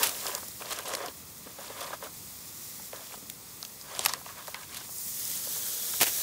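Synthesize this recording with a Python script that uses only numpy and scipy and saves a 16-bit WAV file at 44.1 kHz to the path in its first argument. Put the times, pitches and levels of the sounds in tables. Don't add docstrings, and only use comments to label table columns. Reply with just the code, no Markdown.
import sys
import numpy as np
from scipy import signal
from scipy.fft import rfft, irfft
from scipy.io import wavfile
from scipy.ndimage import uniform_filter1d

SR = 44100
rng = np.random.default_rng(int(sys.argv[2]) if len(sys.argv) > 2 else 0)


def unload_wav(signal):
    wavfile.write(
        sys.argv[1],
        SR,
        np.round(np.clip(np.atleast_2d(signal).T, -1, 1) * 32767).astype(np.int16),
    )


N = 274434
T = np.arange(N) / SR


def undb(db):
    return 10 ** (np.asarray(db) / 20)


def unit(x):
    return x / np.sqrt(np.mean(x ** 2))


def gain(time_s, level_db):
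    return undb(np.interp(T, time_s, level_db, left=-120, right=-120))


def colour(x, spectrum):
    freq_hz, gain_db = np.transpose(spectrum)
    bins_hz = np.fft.rfftfreq(2048, 1 / SR)
    curve_db = np.interp(np.log(bins_hz + 1), np.log(freq_hz), gain_db)
    cepstrum = irfft(curve_db * np.log(10) / 20)
    cepstrum[1:1024] *= 2
    cepstrum[1025:] = 0
    impulse = irfft(np.exp(rfft(cepstrum)))
    return unit(signal.fftconvolve(x, impulse)[:N])


def band(x, hz, octaves):
    edges = np.clip(hz * 2 ** np.array([-octaves / 2, octaves / 2]), [50, 100], [SR / 2.4, SR / 2.2])
    return signal.sosfilt(signal.butter(2, edges, "bandpass", fs=SR, output="sos"), x)


def low_shelf(x, hz, gain_db):
    low = signal.sosfiltfilt(signal.butter(2, hz, fs=SR, output="sos"), x)
    return x + (undb(gain_db) - 1) * low


def walk(rate_hz):
    hold = int(SR / rate_hz)
    steps = np.repeat(rng.standard_normal(N // hold + 1), hold)
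    return unit(uniform_filter1d(uniform_filter1d(steps, hold), hold)[:N])


def grains(per_s, spread_db):
    clicks = (rng.random(N) < per_s / SR) * rng.standard_normal(N)
    return clicks * undb(spread_db * np.minimum(rng.exponential(size=N), 5))


def pitched_pops(per_band_s, spread_db, octaves):
    pitches_hz = 1000 * 2 ** np.arange(0, 4.1, .25)
    return unit(sum(unit(band(grains(per_band_s, spread_db), hz, octaves)) * np.sqrt(hz)
                    for hz in pitches_hz))


def burst(t60_s, rise_s=0.00028, crack_db=-40.):
    t = T[:4096]
    fall = np.exp(-np.log(1000) * t / max(t60_s, .002)) + undb(crack_db) * np.exp(-t / 0.00021)
    return rng.standard_normal(len(t)) * (1 - np.exp(-t / rise_s)) * fall


def add(out, start_s, sound, peak_db):
    i = int(start_s * SR)
    out[i:i + len(sound)] += (sound * undb(peak_db) / np.abs(sound).max())[:N - i]


# freq_hz, gain_db
RUMBLE_COLOUR = [(15, -41), (25, -13.5), (103, -1), (134, -3.5), (179, -1), (365, -9), (389, -20),
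                 (500, -10), (650, -40.5), (1100, -120)]
# freq_hz, gain_db
AIR_COLOUR = [(200, -19.5), (400, 1), (700, -2.5), (1200, 0), (1700, -9), (2050, -6.5), (2600, -5),
              (2980, -18), (3300, -4), (4500, -6), (7000, -14)]


def outdoors():
    rumble_db = -56.5 + walk(8) + 0.16 * walk(1.14)
    rumble = undb(rumble_db) * colour(rng.standard_normal(N), RUMBLE_COLOUR)
    air = undb(-54.5) * colour(rng.standard_normal(N), AIR_COLOUR)
    return rumble + air


# pitch_hz, gain_db, t60_s
TRAY_MODES = [(290, -14, 0.039), (413, -5, 0.036), (563, 2.5, 0.024), (729, 2, 0.016), (999, 5.5, 0.016),
              (1224, 6.5, 0.0086), (1630, 3, 0.013), (2107, 5.5, 0.0037), (3470, -4, 0.012)]


def tray_ring(force, uneven_db=0.):
    out = 0
    for k, (pitch_hz, gain_db, t60_s) in enumerate(TRAY_MODES):
        r = np.exp(-np.log(1000) / (t60_s * SR))
        w = 2 * np.pi * pitch_hz / SR
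        feed = force * undb(uneven_db * walk(29.855)) if uneven_db else force
        mode = signal.lfilter([np.sin(w)], [1, -2 * r * np.cos(w), r * r], feed)
        out += (-1) ** k * undb(gain_db) * mode
    return out


# time_s, tray_db, paper_db
HAND_MOVES = [
    [(0, -34.5, -34), (.036, -36, -35), (.075, -41.5, -28.5), (.114, -42, -46), (.19, -51.5, -46),
     (.27, -36, -44), (.32, -44.5, -45), (.355, -40, -53), (.48, -62, -61)],
    [(.59, -70, -58), (.603, -45, -46), (.64, -46.5, -53), (.72, -43.5, -36.5), (.75, -43, -40.5),
     (.8, -44, -44), (.84, -51, -49)],
    [(.84, -56, -60), (.862, -47, -39.5), (.934, -39.5, -41.5), (.985, -42.5, -46.5), (1.06, -39, -49.5),
     (1.09, -47, -48), (1.13, -60, -70)],
    [(1.44, -70, -62), (1.473, -46, -55), (1.55, -64, -60), (1.59, -49.5, -55), (1.67, -48, -46),
     (1.75, -46.5, -51.5), (1.81, -39.5, -40), (1.91, -43, -48.5), (1.94, -40, -44.5), (1.99, -63, -81)],
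    [(2.005, -62, -60), (2.027, -46.5, -56), (2.05, -43, -41.5), (2.07, -45, -55), (2.11, -73, -72)],
    [(2.928, -61, -64), (2.945, -48, -59), (3.02, -52, -52), (3.08, -65, -56), (3.131, -47.5, -44),
     (3.16, -64, -56)],
    [(3.83, -60, -68), (3.917, -44, -49), (3.96, -43.5, -43), (4.02, -45.5, -41), (4.06, -40, -36),
     (4.145, -47.5, -43.5), (4.19, -48.5, -57), (4.22, -51, -59)],
    [(4.245, -55, -58), (4.3, -43.5, -49), (4.345, -54.5, -63), (4.392, -41.5, -50.5), (4.46, -58, -56),
     (4.53, -56, -54), (4.578, -44, -53), (4.64, -55, -52), (4.675, -70, -58)],
    [(4.68, -68, -64), (4.707, -46, -50), (4.771, -51, -42), (4.8, -52, -45), (4.88, -60, -57),
     (4.94, -77, -77)],
]
HOLLOW_DB = [0, -3, 5, -3, 2.5, 0, -3.5, -20, -30]


def handling():
    slip = undb(1.5 * walk(80))
    clicks = unit(grains(per_s=700, spread_db=2.5))
    friction = slip * (rng.standard_normal(N) + undb(-0.5) * clicks)
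    scrape = unit(tray_ring(friction, uneven_db=1.0))
    ticks = pitched_pops(per_band_s=120, spread_db=3., octaves=.35)
    creases = rng.standard_normal(N) + undb(-2.0) * ticks
    rustle = paper_rustle(creases)
    out = 0
    for move, hollow_db in zip(HAND_MOVES, HOLLOW_DB):
        time_s, tray_db, paper_db = np.transpose(move)
        out += gain(time_s, tray_db) * low_shelf(scrape, 700, hollow_db)
        out += gain(time_s, paper_db) * rustle
    return out


# freq_hz, gain_db
PAPER_COLOUR = [(800, 5), (1500, 2), (3000, 10.5), (5000, 8.5), (8000, 6.5), (12000, 1), (15000, -7),
                (16000, -27)]


def paper_rustle(creases):
    flutter = undb(1.8 * walk(120))
    return colour(flutter * creases, PAPER_COLOUR)


# start_s, peak_db, centre_hz
TRAY_KNOCKS = [(0.253, -31, 990), (0.428, -37.5, 1030), (0.608, -36, 397), (0.855, -34, 972),
               (1.461, -39, 370), (1.584, -36.5, 684), (1.698, -33, 500), (1.902, -34, 630),
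               (1.929, -25.5, 1090), (2.024, -52, 1140), (2.068, -35, 1170), (2.795, -40.5, 800),
               (3.138, -35.5, 820), (3.173, -40, 210), (3.224, -43, 217), (4.21, -39, 935),
               (4.478, -30.5, 845), (4.631, -37, 1840), (4.809, -40, 1140), (4.888, -40.5, 900),
               (5.469, -36, 484), (5.562, -39, 754), (5.935, -29, 2020)]


def knocks():
    out = np.zeros(N)
    for start_s, peak_db, centre_hz in TRAY_KNOCKS:
        thud = burst(t60_s=0.03, rise_s=0.00069)
        add(out, start_s, band(tray_ring(thud) + 22.0 * thud, centre_hz, octaves=1.27), peak_db)
    return out


# start_s, peak_db, centre_hz, width_octaves, t60_s, knock_relative_db, knock_hz
CREASE_SNAPS = [(0.0306, -10.5, 4550, 3.8, 0.087, -17, 1370), (.07, -16, 4670, 3.6, 0.018, -26, 1970),
                (.093, -19.5, 7500, 2.3, 0.027, -18, 1020), (0.2662, -18, 5830, 0.99, 0.014, -20, 1660),
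                (0.2814, -22.5, 6370, 2.7, 0.031, -12, 424), (0.3501, -15.5, 4540, 1.7, 0.014, -24, 657),
                (.3794, -30.5, 5570, 0.92, .014, -5, 1050), (0.4836, -24.5, 7840, 1.2, 0.0092, -21, 573),
                (0.62, -32, 2850, 0.44, 0.017, -0.5, 1130), (.6564, -31.5, 4440, 1.1, 0.019, -6, 575),
                (.7078, -24, 3120, 4.9, 0.035, -8, 1040), (.725, -19, 3500, 5.1, 0.0082, -12, 1140),
                (0.788, -21.5, 3650, 3.7, 0.015, -12, 1070), (0.8914, -27.5, 6420, 1.6, 0.025, -3, 1060),
                (0.918, -32, 5020, 1.4, 0.011, 2, 953), (.9368, -20, 3470, 2.2, .021, -8, 802),
                (.9506, -17.5, 3160, 2.6, .017, -26, 622), (1.06, -26.5, 2960, 3.3, 0.017, -12, 1210),
                (1.0826, -29.5, 3020, 1.7, 0.025, -3, 412), (1.8076, -28.5, 5360, 2.9, 0.042, -12, 587),
                (2.0374, -30, 13900, 2, 0.04, -12, 1120), (2.931, -30.5, 1600, 1.8, .008, 0, 600),
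                (3.2991, -20, 7600, 3.8, 0.012, -42, 1310), (3.6281, -20, 5000, 0.31, 0.0037, -18.5, 1060),
                (3.65, -24, 4750, 1.05, 0.012, -24, 991), (3.8128, -29, 5000, .6, 0.0084, -20, 1050),
                (3.95, -28.5, 4350, .9, .012, -6.5, 810), (3.962, -30, 4620, 0.94, .0088, -7, 1760),
                (3.9926, -11, 5340, 1.4, .005, -18.5, 580), (4.0507, -10, 6800, 1.2, 0.0075, -16, 1900),
                (4.0601, -6.5, 3570, 3.8, 0.017, -14.5, 1150), (4.0846, -22, 4800, .75, 0.011, -22, 2050),
                (4.0918, -23, 5030, 0.84, 0.054, -5.5, 1360), (4.136, -14.5, 5350, 0.93, 0.0088, -8, 1420),
                (4.2611, -35, 2910, 1.1, 0.012, 4, 1000), (4.4723, -30, 4320, 2.3, 0.018, -10, 1240),
                (4.4799, -27, 6100, 4.7, 0.022, -7, 814), (4.486, -34, 6050, 2.3, .013, -2, 790),
                (4.544, -25, 2500, 2.7, 0.01, -.5, 1750), (4.7457, -26.5, 4510, 2.1, 0.014, -27, 1650),
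                (4.7686, -24.5, 4650, 3.9, 0.036, -28, 1930)]


def snaps():
    out = np.zeros(N)
    for start_s, peak_db, centre_hz, width_octaves, t60_s, knock_relative_db, knock_hz in CREASE_SNAPS:
        crack = burst(t60_s, crack_db=7.5)
        add(out, start_s, band(crack, centre_hz, width_octaves), peak_db)
        edge = band(burst(0.63 * t60_s, crack_db=-9.0), hz=11500, octaves=0.23)
        add(out, start_s, edge, peak_db - 11)
        knock = band(tray_ring(crack) + 13.0 * burst(t60_s=0.052), knock_hz, octaves=1.2)
        add(out, start_s, knock, peak_db + knock_relative_db)
    return out


# start_s, level_db, length_s
SPURTS = [(6.003, -24.5, 0.0047), (6.011, -16.5, 0.01), (6.021, -19.5, 0.011), (6.031, -16, 0.0032),
          (6.035, -26, 0.0083), (6.039, -38.5, 0.033), (6.059, -37, 0.0037), (6.066, -30.5, 0.018),
          (6.079, -35.5, 0.025)]
# freq_hz, gain_db
SPUTTER_COLOUR = [(88, -19), (150, -9), (1040, -3), (1190, -10), (1790, -1.5), (3290, -3), (3770, -4.5),
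                  (6770, -5.5), (16000, -7)]


def sputter():
    gate = sum(undb(level_db) * np.exp(-((T - start_s) / length_s) ** 4) * (T > start_s)
               for start_s, level_db, length_s in SPURTS)
    crackle = .7 * unit(grains(per_s=5000, spread_db=1.))
    return gate * colour(rng.standard_normal(N) + crackle, SPUTTER_COLOUR)


# start_s, peak_db, centre_hz
FAT_SPITS = [(4.984, -21.5, 7700), (5.196, -21, 12400), (5.2523, -21.5, 7100), (5.2762, -25, 8140),
             (5.3024, -20, 14500), (5.355, -21, 13500), (5.3737, -22, 6710)]


def spits():
    out = np.zeros(N)
    for start_s, peak_db, centre_hz in FAT_SPITS:
        crack = burst(t60_s=0.0079, crack_db=0.0)
        add(out, start_s, band(crack, centre_hz, octaves=0.74), peak_db)
    return out


# time_s, level_db
SIZZLE_LEVELS = [(0.0, -29), (0.08, -35), (0.47, -39.5), (0.81, -45.5), (1.7, -44), (2.81, -40.5),
                 (3.19, -44), (4.78, -45), (5.01, -33), (5.15, -33), (5.92, -31.5), (6.22, -28.5)]
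# freq_hz, gain_db
FACING_COLOUR = [(240, -40), (400, -9), (496, -7), (852, -13), (949, -16), (1040, -13.5), (1490, -11),
                 (2630, -12.5), (3370, -5), (5000, -4), (6150, 0), (10000, -2), (15000, 0), (16000, 1)]
# freq_hz, gain_db
SIDE_COLOUR = [(1200, -27), (2000, -4.5), (2400, -11), (2700, -8.5), (2980, -8), (3300, -9.5), (4300, -4.5),
               (6100, -2), (7100, -2), (11700, -5), (15200, -1.5), (16000, -0.5)]
TURN_START_S, TURN_END_S = 4.94, 5.48
SHADE_S, SHADE_DB = [4.6, 4.96, 5.29], [-3, -11, 0.1]
ECHO_S, ECHO_DRIFT_S, ECHO_DB = 0.000593, .00003, -18.5


def sizzle():
    spit_tail = rng.standard_normal(128) * np.exp(-T[:128] / .00008)
    dry_spits = unit(signal.fftconvolve(grains(per_s=220, spread_db=1.7), spit_tail)[:N])
    pops = pitched_pops(per_band_s=150, spread_db=2.6, octaves=.15)
    fry = rng.standard_normal(N) + undb(-11) * pops + undb(-12) * dry_spits
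    facing = np.interp(T, [TURN_START_S, TURN_END_S], [0, 1])
    at_mic = facing * colour(fry, FACING_COLOUR) + (1 - facing) * colour(fry, SIDE_COLOUR)
    at_mic = low_shelf(at_mic, 5000, np.interp(T, SHADE_S, SHADE_DB))
    delay_s = ECHO_S + ECHO_DRIFT_S * walk(2.044)
    at_mic += undb(ECHO_DB) * np.interp(T - delay_s, T, at_mic)
    waver = undb(.7 * walk(40) + .4 * walk(6))
    return at_mic * gain(*np.transpose(SIZZLE_LEVELS)) * waver


def scene():
    mono = sizzle() + spits() + handling() + snaps() + knocks() + sputter() + outdoors()
    return np.tile(mono, (2, 1))


def record(dry):
    bass_cut = signal.butter(3, 45, "highpass", fs=SR, output="sos")
    top_cut = signal.ellip(14, .2, 70, 15700, fs=SR, output="sos")
    return signal.sosfilt(top_cut, signal.sosfilt(bass_cut, dry))


dry = scene()
out = record(dry)
unload_wav(out)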